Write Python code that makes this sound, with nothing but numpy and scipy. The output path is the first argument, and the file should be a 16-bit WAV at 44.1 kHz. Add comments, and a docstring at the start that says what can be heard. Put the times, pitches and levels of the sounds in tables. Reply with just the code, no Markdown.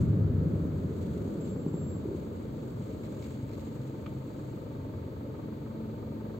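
"""Small diesel car braking to a halt

Heard from inside the cabin by a pair of microphones: tyre noise, filtered from random noise, booms and dies away.
A brake sings as a thin wavering tone, then grunts; decaying modes ring as the body jolts over bumps.
The engine throbs in firing orders and knocks in puffs of noise behind the dashboard, settling to idle.
Shaped noise makes a jacket sleeve, fingers on a paper mask and one small double snap close by, over faint hiss.
"""
import sys
import numpy as np
from scipy import signal
from scipy.fft import rfft, irfft
from scipy.io import wavfile
from scipy.ndimage import uniform_filter1d

SR = 44100
rng = np.random.default_rng(int(sys.argv[2]) if len(sys.argv) > 2 else 0)


def materialize(psi):
    """Save the field psi as 16-bit PCM at rate SR to the path in sys.argv[1].

    A 1-D psi becomes a single channel; in a 2-D psi each row is a channel.
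    """
    bounded = np.clip(np.atleast_2d(psi).T, -1, 1)
    quanta = np.round(bounded * 32767).astype(np.int16)
    wavfile.write(sys.argv[1], SR, quanta)


N = 281799
TIME = np.arange(N) / SR   # s
BINS = np.maximum(np.arange(N // 2 + 1) * SR / N, 1)   # Hz


def from_db(db):
    """Decibels to gain."""
    return 10 ** (np.asarray(db) / 20)


def rms_one(x):
    """Scale to unit power."""
    return x / np.sqrt(np.mean(x ** 2) + 1e-20)


def steadied(x, size=SR // 8):
    """Even out the slow chance swells of a narrow-band noise; size is the averaging span in samples."""
    power = uniform_filter1d(np.mean(x ** 2, axis=0), size)
    return x / np.sqrt(power + 1e-9)


def in_time(rows):
    """Each column of a curve at every sample."""
    s, *columns = np.transpose(rows)
    return [np.interp(TIME, s, column) for column in columns]


def over_hz(points):
    """A table read at every frequency bin, on a logarithmic frequency scale."""
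    hz, value = np.transpose(points)
    return np.interp(np.log(BINS), np.log(hz), value)


def drift(rate_hz):
    """Slow chance wandering with spread 1: low-passed noise drawn every 100 samples."""
    r = np.exp(-200 * np.pi * rate_hz / SR)
    noise = rng.standard_normal(N // 100 + 1002)
    slow = signal.lfilter([1], [1, -2 * r, r * r], noise)[1000:]
    return np.interp(np.arange(N) / 100, np.arange(len(slow)), rms_one(slow))


def white():
    """Two unrelated noises."""
    return rng.standard_normal((2, N))


def low_pass(hz, order):
    """Gain at every bin of a smooth roll-off above hz."""
    return 1 / np.sqrt(1 + (BINS / hz) ** (2 * order))


def resonances(modes):
    """Response of parallel resonators of alternating sign."""
    response = 0
    for k, (hz, width, db) in enumerate(modes):
        response = response + (-1) ** k * from_db(db) / (1 + 1j * (BINS - hz * hz / BINS) / width)
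    return response


def bursts(rows, attack_s, release_s):
    """Gain for rows of (start_s, length_s, level_db): rise, hold, fall at 60 dB per release; powers add."""
    power = 0
    for s, length, db in rows:
        rise = np.clip((TIME - s) / attack_s, 0, 1)
        fall = np.clip((TIME - s - length) / release_s, 0, 2)
        power = power + (rise * from_db(db - 60 * fall)) ** 2
    return np.sqrt(power)


def during(firings, share, half):
    """A soft window, open once in every firing around a share of the cycle."""
    away = (firings - share + .5) % 1 - .5
    return np.exp(-np.square(np.square(away / half)))


def glide(pitch, waver_hz, flutter_db):
    """One wavering tone that follows rows of (time_s, pitch_hz); rms about 1."""
    pitch_hz = in_time(pitch)[0] + waver_hz * drift(36.9)
    turn = 2 * np.pi * np.cumsum(pitch_hz) / SR
    return np.sqrt(2) * from_db(flutter_db * drift(40)) * np.sin(turn)


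def struck(events, modes, scatter_db):
    """Each blow rings every mode with a strength of its own; a cushioned blow reaches the high ones less."""
    out = np.zeros(N)
    age = TIME[:SR // 4]
    for s, strength_db, rise_s in events:
        at = round(s * SR)
        cushion = 1 - np.exp(-age / rise_s)
        for k, (hz, db, t60) in enumerate(modes):
            level_db = strength_db + db + scatter_db * rng.standard_normal() - 60 * age / t60
            reach = 1 / (1 + (hz * rise_s / 2) ** 2)
            ring = np.sin(2 * np.pi * hz * age)
            out[at:at + len(age)] += (-1) ** k * reach * cushion * from_db(level_db) * ring
    return out


# likeness of the left and right microphones: pitch_hz, likeness (correlation, -1 to 1)
LIKENESS = [(60, 0.96), (150, .96), (280, 0.93), (420, 0.71), (560, 0.69), (680, -0.45), (800, -0.71),
            (920, -0.38), (1200, 0.14), (1700, 0.1), (2300, 0.05), (3500, 0.08), (5500, 0), (7500, 0.8),
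            (13000, 0.93)]


def likeness():
    """Left-right correlation at every bin, kept short of perfect."""
    return np.clip(over_hz(LIKENESS), -.99, .99)


def cabin(drive, response):
    """Coloured drives become the common and opposed parts of the sound at the two microphones; rms 1."""
    alike = likeness()
    mid, side = rfft(drive) * response * np.sqrt([1 + alike, 1 - alike])
    return rms_one(irfft([mid + side, mid - side], N))


# colour of the steady hiss: pitch_hz, level_db (relative, per Hz)
HISS = [(700, 0), (1900, 2), (2700, -.5), (4650, 0), (4900, -11), (6050, -11), (6350, -6.5), (7600, -8),
        (8400, -13), (8800, -22), (11400, -28), (11700, -13), (13300, -9), (15700, -9)]


def hiss():
    """Faint steady noise under everything."""
    return from_db(-63.0) * cabin(white(), from_db(over_hz(HISS)))


ROAD_FADE_FROM_S, ROAD_FADE_DB_PER_S = 1.5, 6


def rolling():
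    """The road sounds hold at first, then die away."""
    return from_db(-ROAD_FADE_DB_PER_S * np.maximum(TIME - ROAD_FADE_FROM_S, 0))


# cabin booms under the tyres: pitch_hz, width_hz, level_db (relative)
BOOMS = [(83.5, 23.8, 1), (110.8, 23.4, 1.5), (135.6, 29.8, -0.5), (155.2, 28.8, 1.5), (244.5, 17, -7.5),
         (305.6, 6.2, -9.5)]
# colour of the road roar: pitch_hz, level_db (relative, per Hz)
ROAR = [(25, -57), (60, -13), (120, -4), (190, 3), (310, -0.5), (410, -6), (520, -10), (620, -18),
        (700, -19.5), (1000, -30.5), (1450, -30.5), (1900, -46.5), (4000, -104)]
# rough stretches of road that make the cabin boom: start_s, length_s, level_db
ROUGH_ROAD = [(-.05, 0.31, -26), (.72, 0.2, -40.5), (1.7, 0.33, -42)]
# levels before the slow unevenness
RUMBLE_DB, ROAR_DB = -44.5, -37


def tyres(lumpy_db, low_cut_hz, high_cut_hz):
    """The road shakes the wheels: low cabin booms under a broad roar, both uneven with the surface."""
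    fade = rolling()
    shaking = np.hypot(from_db(RUMBLE_DB) * fade, bursts(ROUGH_ROAD, attack_s=0.023, release_s=3.7))
    edges = low_pass(high_cut_hz, 3) / np.sqrt(1 + (low_cut_hz / BINS) ** 6)
    rumble = shaking * steadied(cabin(white(), resonances(BOOMS) * edges))
    roar = from_db(ROAR_DB) * fade * steadied(cabin(white(), from_db(over_hz(ROAR))), size=SR // 20)
    return from_db(lumpy_db * drift(2.0)) * (rumble + roar)


# hum of the tread: pitch_hz, width_hz, level_db (relative)
TREAD = [(1310, 380, 0)]
# ring of the air inside the tyres: pitch_hz, width_hz, level_db (relative)
CAVITY = [(412, 26, 0)]
# starting levels and falls as the car slows; the road fade comes on top
TREAD_DB, TREAD_FADE_DB_PER_S = -61.5, 6
CAVITY_DB, CAVITY_FADE_DB_PER_S = -46.5, 4


def tread():
    """The tread hums on the asphalt and the air in the tyres rings, ever more faintly as the car slows."""
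    hum = cabin(white(), resonances(TREAD) * low_pass(2300, 3))
    ring = steadied(cabin(white(), resonances(CAVITY) * low_pass(600, 3)))
    hum_gain = from_db(TREAD_DB - TREAD_FADE_DB_PER_S * TIME)
    ring_gain = from_db(CAVITY_DB - CAVITY_FADE_DB_PER_S * TIME)
    return rolling() * (hum_gain * hum + ring_gain * ring)


# firing orders of the throb: multiple of the firing rate, level_db (rms, before the engine's throb gain)
THROB = [(2, -71), (3, -65), (4, -54.5), (5, -49.5), (6, -52.5), (7, -53.5), (9, -58), (10, -54), (11, -63),
         (12, -57), (13, -57), (14, -55.5), (15, -66), (16, -66), (18, -65), (19, -62), (20, -61.5),
         (21, -62.5), (22, -66), (23, -68), (24, -65)]
# orders swelling on cabin resonances: start_s, length_s, multiple of the firing rate,
# level_db (rms of the added tone, before the engine's throb gain)
SWELLS = [(2.6, .25, 6, -50), (2.95, .12, 6, -50), (3.25, .2, 6, -52), (3.65, .22, 6, -47),
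          (4.03, .15, 6, -46), (4.33, .2, 6, -46.5), (3.9, .7, 9, -57), (2.42, .22, 10, -54),
          (2.9, .15, 10, -54), (3.22, .15, 10, -52), (3.55, .14, 10, -50), (5.18, .12, 10, -48.5),
          (5.39, .14, 10, -47), (5.6, .3, 10, -43.5), (5.98, .45, 10, -47)]


def throb(firings, idle_rate, lag, scatter, waver):
    """Low firing orders; the body smears their timing (lag in cycles, scatter and waver in radians)."""
    alike = likeness()
    out = np.zeros((2, N))
    for order, db in THROB:
        turn = 2 * np.pi * order * (firings - lag) + scatter * rng.standard_normal() + waver * drift(3.8)
        # phase between the microphones that gives the likeness at this pitch
        apart = np.arccos(np.interp(order * idle_rate, BINS, alike)) / 2
        swells = [(s, length, swell_db) for s, length, k, swell_db in SWELLS if round(k) == order]
        strength = from_db(db) + bursts(swells, attack_s=.1, release_s=.5)
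        gain = np.sqrt(2) * strength * (1 + .6 * waver * drift(2.66))
        out += gain * np.sin([turn + apart, turn - apart])
    return out


# ring of the engine block: pitch_hz, width_hz, level_db (relative)
BLOCK = [(730, 80, -3), (905, 70, -1), (1080, 200, -9), (1270, 110, -6), (1560, 190, -14.5)]
# piston contacts within one firing: share of the cycle, level_db (relative)
CONTACTS = [(.965, 0), (.19, -8), (.79, -8)]
# short ring of those contacts: pitch_hz, width_hz, level_db (relative)
PING = [(836, 90, 0)]
PING_DB = -9.5   # against the rattle
# middle and half length of each burn's rattle, as shares of the cycle
BURN_AT, BURN_HALF = -.04, .19


def knock(firings, between_db, uneven_db):
    """Each burn shakes the block in one even puff of rattle, with the pistons' contacts ringing too."""
    dull = 1 / np.sqrt((1 + (BINS / 1900) ** 8) * (1 + (600 / BINS) ** 6))
    rattle = steadied(cabin(white(), resonances(BLOCK) * dull), size=SR // 120)
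    burn = np.hypot(during(firings, BURN_AT, BURN_HALF), from_db(between_db))
    blows = np.zeros(N)
    for share, db in CONTACTS:
        cycle = np.floor(firings - share)
        blows += from_db(db) * np.diff(cycle, prepend=cycle[0])
    quarter_turn = np.array([[1], [1j]])   # the cross-cabin wave is out of step with the lengthwise one
    ping = cabin(blows, resonances(PING) * dull * quarter_turn)
    return (burn * rattle + from_db(PING_DB) * ping) * from_db(uneven_db * drift(14))


# steady whirr of the belt drive: pitch_hz, width_hz, level_db (relative)
WHIRR = [(908, 68, -2.5), (1254, 180, -10), (1550, 220, -11.5), (2250, 250, -15)]


def whirr():
    """The belt drive whirrs as steady resonant noise; rms about 1."""
    return steadied(cabin(white(), resonances(WHIRR) * low_pass(2800, 4)), size=SR // 50)


# valve ticks: share of the cycle, half length in cycles, level_db (at idle)
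VALVES = [(.12, .09, -72), (.28, .045, -68.5)]
# ring of the valve cover: pitch_hz, width_hz, level_db (relative)
VALVE_RING = [(2335, 80, 0)]


def valves(firings):
    """Light ticks of the valve gear after each burn ring the valve cover."""
    ticks = sum(from_db(db) * during(firings, share, half) for share, half, db in VALVES)
    return ticks * steadied(cabin(white(), resonances(VALVE_RING) * low_pass(3200, 4)), size=SR // 120)


# colour of the car's irregular shudder: pitch_hz, level_db (relative, per Hz)
SHUDDER = [(20, -28), (40, -23.5), (62, 2.5), (92, 2), (125, 5.5), (170, 1.5), (230, 1.5), (295, 4),
           (345, -0.5), (440, -1.5), (620, -5.5), (700, -14.5), (1250, -22), (1800, -59.5)]


def shudder(firings, lag, depth):
    """Panels and mounts shake irregularly, a little harder after each firing."""
    pulse = 1 + depth * np.cos(2 * np.pi * (firings - lag))
    return steadied(cabin(white() * pulse, from_db(over_hz(SHUDDER))))


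# engine speed: time_s, firings per second
SPEED = [(0, 27), (1, 24), (1.9, 22.2), (2.5, 22.08), (3.05, 22.12), (3.7, 22.01), (4.3, 22.18),
         (4.7, 22.02), (5.25, 21.97), (5.7, 22.1), (6.39, 22.0)]
# the knock grows as the engine settles: time_s, level_db
KNOCK = [(1.6, -62), (3.2, -57), (4.6, -55.5)]
# single firings come to stand out: time_s, level_db (rattle left between the burns)
CHUG = [(0, -1), (2, -3), (4.5, -12), (6.39, -12)]
FIRING_AT_S = 4.987   # a moment at which the firing cycle starts
THROB_DB, WHIRR_DB, SHUDDER_DB = 1, -64.5, -41.5
# above idle the orders miss the cabin's resonances: loss for each extra firing per second
THROB_LOSS_DB = 4
# faint whine: centre pitch, and rms level once at idle
WHINE_HZ, WHINE_DB = 896, -68


def engine():
    """A diesel behind the dashboard sinks to idle; its knock, whine and valve ticks grow together."""
    rate, = in_time(SPEED)
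    idle_rate = SPEED[-1][1]
    firings = np.cumsum(rate) / SR
    firings = firings - np.interp(FIRING_AT_S, TIME, firings)
    throb_db = THROB_DB - THROB_LOSS_DB * (rate - idle_rate)
    knock_db, = in_time(KNOCK)
    between_db, = in_time(CHUG)
    settled = from_db(knock_db - KNOCK[-1][1])
    whine = from_db(WHINE_DB) * glide([(0, WHINE_HZ)], waver_hz=7, flutter_db=1)
    hum = throb(firings, idle_rate, lag=0.1783, scatter=1.71, waver=0.24)
    return (from_db(throb_db) * hum
            + from_db(knock_db) * knock(firings, between_db, uneven_db=1.0)
            + from_db(WHIRR_DB) * whirr()
            + settled * (whine + valves(firings))
            + from_db(SHUDDER_DB) * shudder(firings, lag=0.14, depth=.2))


# strokes of the jacket sleeve: start_s, length_s, level_db
STROKES = [(-.1, 0.074, -57.5), (.9, 0.59, -67), (2.11, 0.088, -68.5), (2.75, 0.26, -68),
           (3.07, 0.26, -62.5), (3.52, 0.24, -68.5), (3.8, 0.099, -72), (4.25, 0.23, -72)]
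# soft brushing while the body shifts: start_s, length_s, level_db
SHIFTING = [(0.29, 4.27, -71)]
# colour of the cloth: pitch_hz, level_db (relative, per Hz)
CLOTH = [(900, -12), (2200, 1), (4600, 0.5), (5000, -8), (6000, -7), (6500, 2), (7500, 2), (8400, -4),
         (8900, -18), (11400, -28), (11800, -12), (15500, -12)]


def jacket(grain_db):
    """Cloth slides over cloth in tiny catches."""
    strokes = bursts(STROKES, attack_s=0.055, release_s=0.48)
    shifting = bursts(SHIFTING, attack_s=0.27, release_s=1.7)
    grains = white() * from_db(grain_db * drift(46))
    return np.hypot(strokes, shifting) * cabin(grains, from_db(over_hz(CLOTH)))


# suspension jolts: time_s, level_db (strength of the blow), rise_s
JOLTS = [(.075, -24, .003), (.14, -24, .003), (.41, -21.5, .003), (.53, -24, .004), (.65, -22, .003),
         (.843, -21, .003), (1.275, -27, .0012), (1.559, -28, .0005), (1.661, -24, .0006),
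         (1.739, -23.5, .0005), (1.826, -27, .003), (1.961, -23.5, .005)]
# modes of the body panels: pitch_hz, level_db (relative), t60_s
BODY = [(168, 2, .07), (270, -2.5, .06), (385, -2.5, .04), (520, -16, .025), (750, -21, .025),
        (900, -20, .028), (1120, -23, .026)]


def jolts(low_cut_hz):
    """Bumps ring the body panels; the springs take up their deepest part."""
    springs = signal.butter(2, low_cut_hz, "high", fs=SR, output="sos")
    return signal.sosfilt(springs, struck(JOLTS, BODY, scatter_db=1.0) + 1e-18)


# catches of the singing brake pad: start_s, length_s, level_db (rms)
SQUEALS = [(1.40, 0.02, -64), (1.425, 0.027, -64), (1.483, 0.053, -63.5), (1.565, 0.075, -68),
           (1.672, 0.02, -65), (1.728, 0.13, -62), (1.865, 0.074, -60.5), (1.95, 0.022, -62)]
# the pitch holds, then lifts: time_s, pitch_hz
SQUEAL_PITCH = [(1.84, 7503), (1.97, 7552)]


def squeal():
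    """A pad catches and makes its disc sing on one high mode."""
    return bursts(SQUEALS, attack_s=0.012, release_s=0.13) * glide(SQUEAL_PITCH, waver_hz=8.1, flutter_db=1.0)


# grinding as the car settles: start_s, length_s, level_db
GRUNT = [(2.05, 0.13, -47.5)]
# its ring through the suspension: pitch_hz, width_hz, level_db (relative)
GRUNT_RING = [(322, 57, -6), (402, 35, -3)]
# slips of the pads: time_s, level_db (strength of the blow)
SLIPS = [(2.053, -27), (2.087, -29.5), (2.113, -30), (2.145, -30.5)]
# suspension modes each slip rings: pitch_hz, level_db (relative), t60_s
SLIP_RING = [(310, -2.5, .06), (385, -1, .055), (850, -20, .03), (1082, -24, .04)]


def grunt():
    """The pads stick and slip a few times as the wheels come to rest, grinding in between."""
    grinding = steadied(cabin(white(), resonances(GRUNT_RING) * low_pass(520, 3)))
    slips = struck([(s, db, .0012) for s, db in SLIPS], SLIP_RING, scatter_db=2.0)
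    return bursts(GRUNT, attack_s=0.015, release_s=0.27) * grinding + slips


# rubs at a paper mask and its ear loop: start_s, length_s, level_db
RUBS = [(2.895, .03, -68), (3.025, 0.035, -61), (3.213, 0.04, -60.5), (3.28, .015, -67), (3.48, .07, -64.5),
        (3.585, .012, -63), (3.64, .04, -67), (3.805, .02, -67)]
# colour of the rubbing: pitch_hz, level_db (relative, per Hz)
PAPER = [(1000, -12), (1700, -1), (2250, 11), (2900, -1), (4200, 7), (5500, -6), (7500, 1), (9000, -18),
         (11400, -35), (12500, -4), (15500, -21)]
# faint squeak of the stretched ear loop: start_s, length_s, level_db (rms)
LOOP_SQUEAK = [(3.21, .045, -69)]
LOOP_HZ = 2232


def fingers(catches_per_s, spread_db):
    """Short rubs of skin on paper, runs of tiny uneven catches, and one squeak of the ear loop."""
    catches = (rng.random(N) < catches_per_s / SR) * from_db(spread_db * rng.standard_normal(N))
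    decay = np.exp(-1 / (.0007 * SR))   # each catch's power fades with a 0.7 ms time constant
    power = signal.lfilter([1], [1, -decay], catches ** 2 + 1e-9)
    rubbing = cabin(white() * np.sqrt(power), from_db(over_hz(PAPER)))
    squeak = glide([(0, LOOP_HZ)], waver_hz=12, flutter_db=2)
    return (bursts(LOOP_SQUEAK, attack_s=.015, release_s=.1) * squeak
            + bursts(RUBS, attack_s=0.0097, release_s=0.16) * rubbing)


# swells of a low boom: start_s, length_s, level_db (rms)
LOW_BOOMS = [(3.38, .12, -44.5), (4.72, 0.14, -44), (4.93, .1, -45.5)]
# its downward slides: time_s, pitch_hz
LOW_BOOM_PITCH = [(3.38, 107), (3.6, 89), (4.5, 100), (4.78, 101), (4.98, 94), (5.17, 76)]


def low_boom():
    """A low tone in the standing car slides down and fades."""
    return bursts(LOW_BOOMS, attack_s=0.032, release_s=1.0) * glide(LOW_BOOM_PITCH, waver_hz=5.2, flutter_db=3.5)


# the two ticks of a small snap: time_s, level_db (strength of the blow)
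SNAP = [(4.0615, -44.5), (4.0648, -40.5)]
# colour of its noise: pitch_hz, level_db (relative, per Hz)
SNAP_COLOUR = [(600, -20), (1000, -5), (1280, 0), (1700, -5), (2350, -3), (2750, -5), (3300, -3),
               (3900, -14), (4500, -16), (5300, -30), (6900, -19), (9000, -45)]
# its brief ring: pitch_hz, level_db (relative), t60_s
SNAP_RING = [(1245, 0, .026), (2350, -4, .016), (2930, -11, .01), (3400, -13, .008), (4400, -19, .008),
             (6800, -19, .008)]


def snap(crack_db, crack_t60, echo_db, echo_t60):
    """A dry double tick close by with a brief plastic ring and the dense short echoes of the cabin."""
    envelope = np.zeros(N)
    age = TIME[:SR // 8]
    crack = from_db(crack_db - 60 * age / crack_t60)
    echo = from_db(echo_db - 60 * age / echo_t60)
    for s, db in SNAP:
        at = round(s * SR)
        envelope[at:at + len(age)] += from_db(db) * (crack + echo)
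    ring = struck([(s, db, .0001) for s, db in SNAP], SNAP_RING, scatter_db=.5)
    noise = cabin(envelope * white(), from_db(over_hz(SNAP_COLOUR)))
    return ring + np.sqrt(np.mean(envelope ** 2)) * noise


def scene():
    """Tyres, brakes, engine and small cabin sounds over a faint hiss."""
    road = tyres(lumpy_db=0.57, low_cut_hz=60, high_cut_hz=1100) + tread() + jolts(low_cut_hz=90)
    car = road + engine() + squeal() + grunt() + low_boom()
    rubbing = fingers(catches_per_s=600, spread_db=3.5)
    tick = snap(crack_db=-9, crack_t60=.01, echo_db=-18, echo_t60=.1)
    return hiss() + car + jacket(grain_db=2.5) + rubbing + tick


# balance of the two microphones: pitch_hz, level_db (left minus right)
LEFT_DB = [(60, 1.5), (125, 1), (250, .2), (500, .3), (1000, 1.8), (2000, 1), (4000, 0), (8000, .6),
           (14000, .2)]
CUTOFF_HZ = 15800


def record(dry):
    """The sound eases in and out over 4 ms, leans a little to the left, and its top is cut steeply."""
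    ease = np.clip(np.minimum(TIME, TIME[-1] - TIME) / .004, 0, 1)
    lean = from_db(np.array([[1], [-1]]) * over_hz(LEFT_DB) / 2)
    leaning = irfft(rfft(dry * ease) * lean, N)
    top_cut = signal.ellip(12, .1, 80, CUTOFF_HZ, fs=SR, output="sos")
    return signal.sosfilt(top_cut, leaning)


dry = scene()
out = record(dry)
materialize(out)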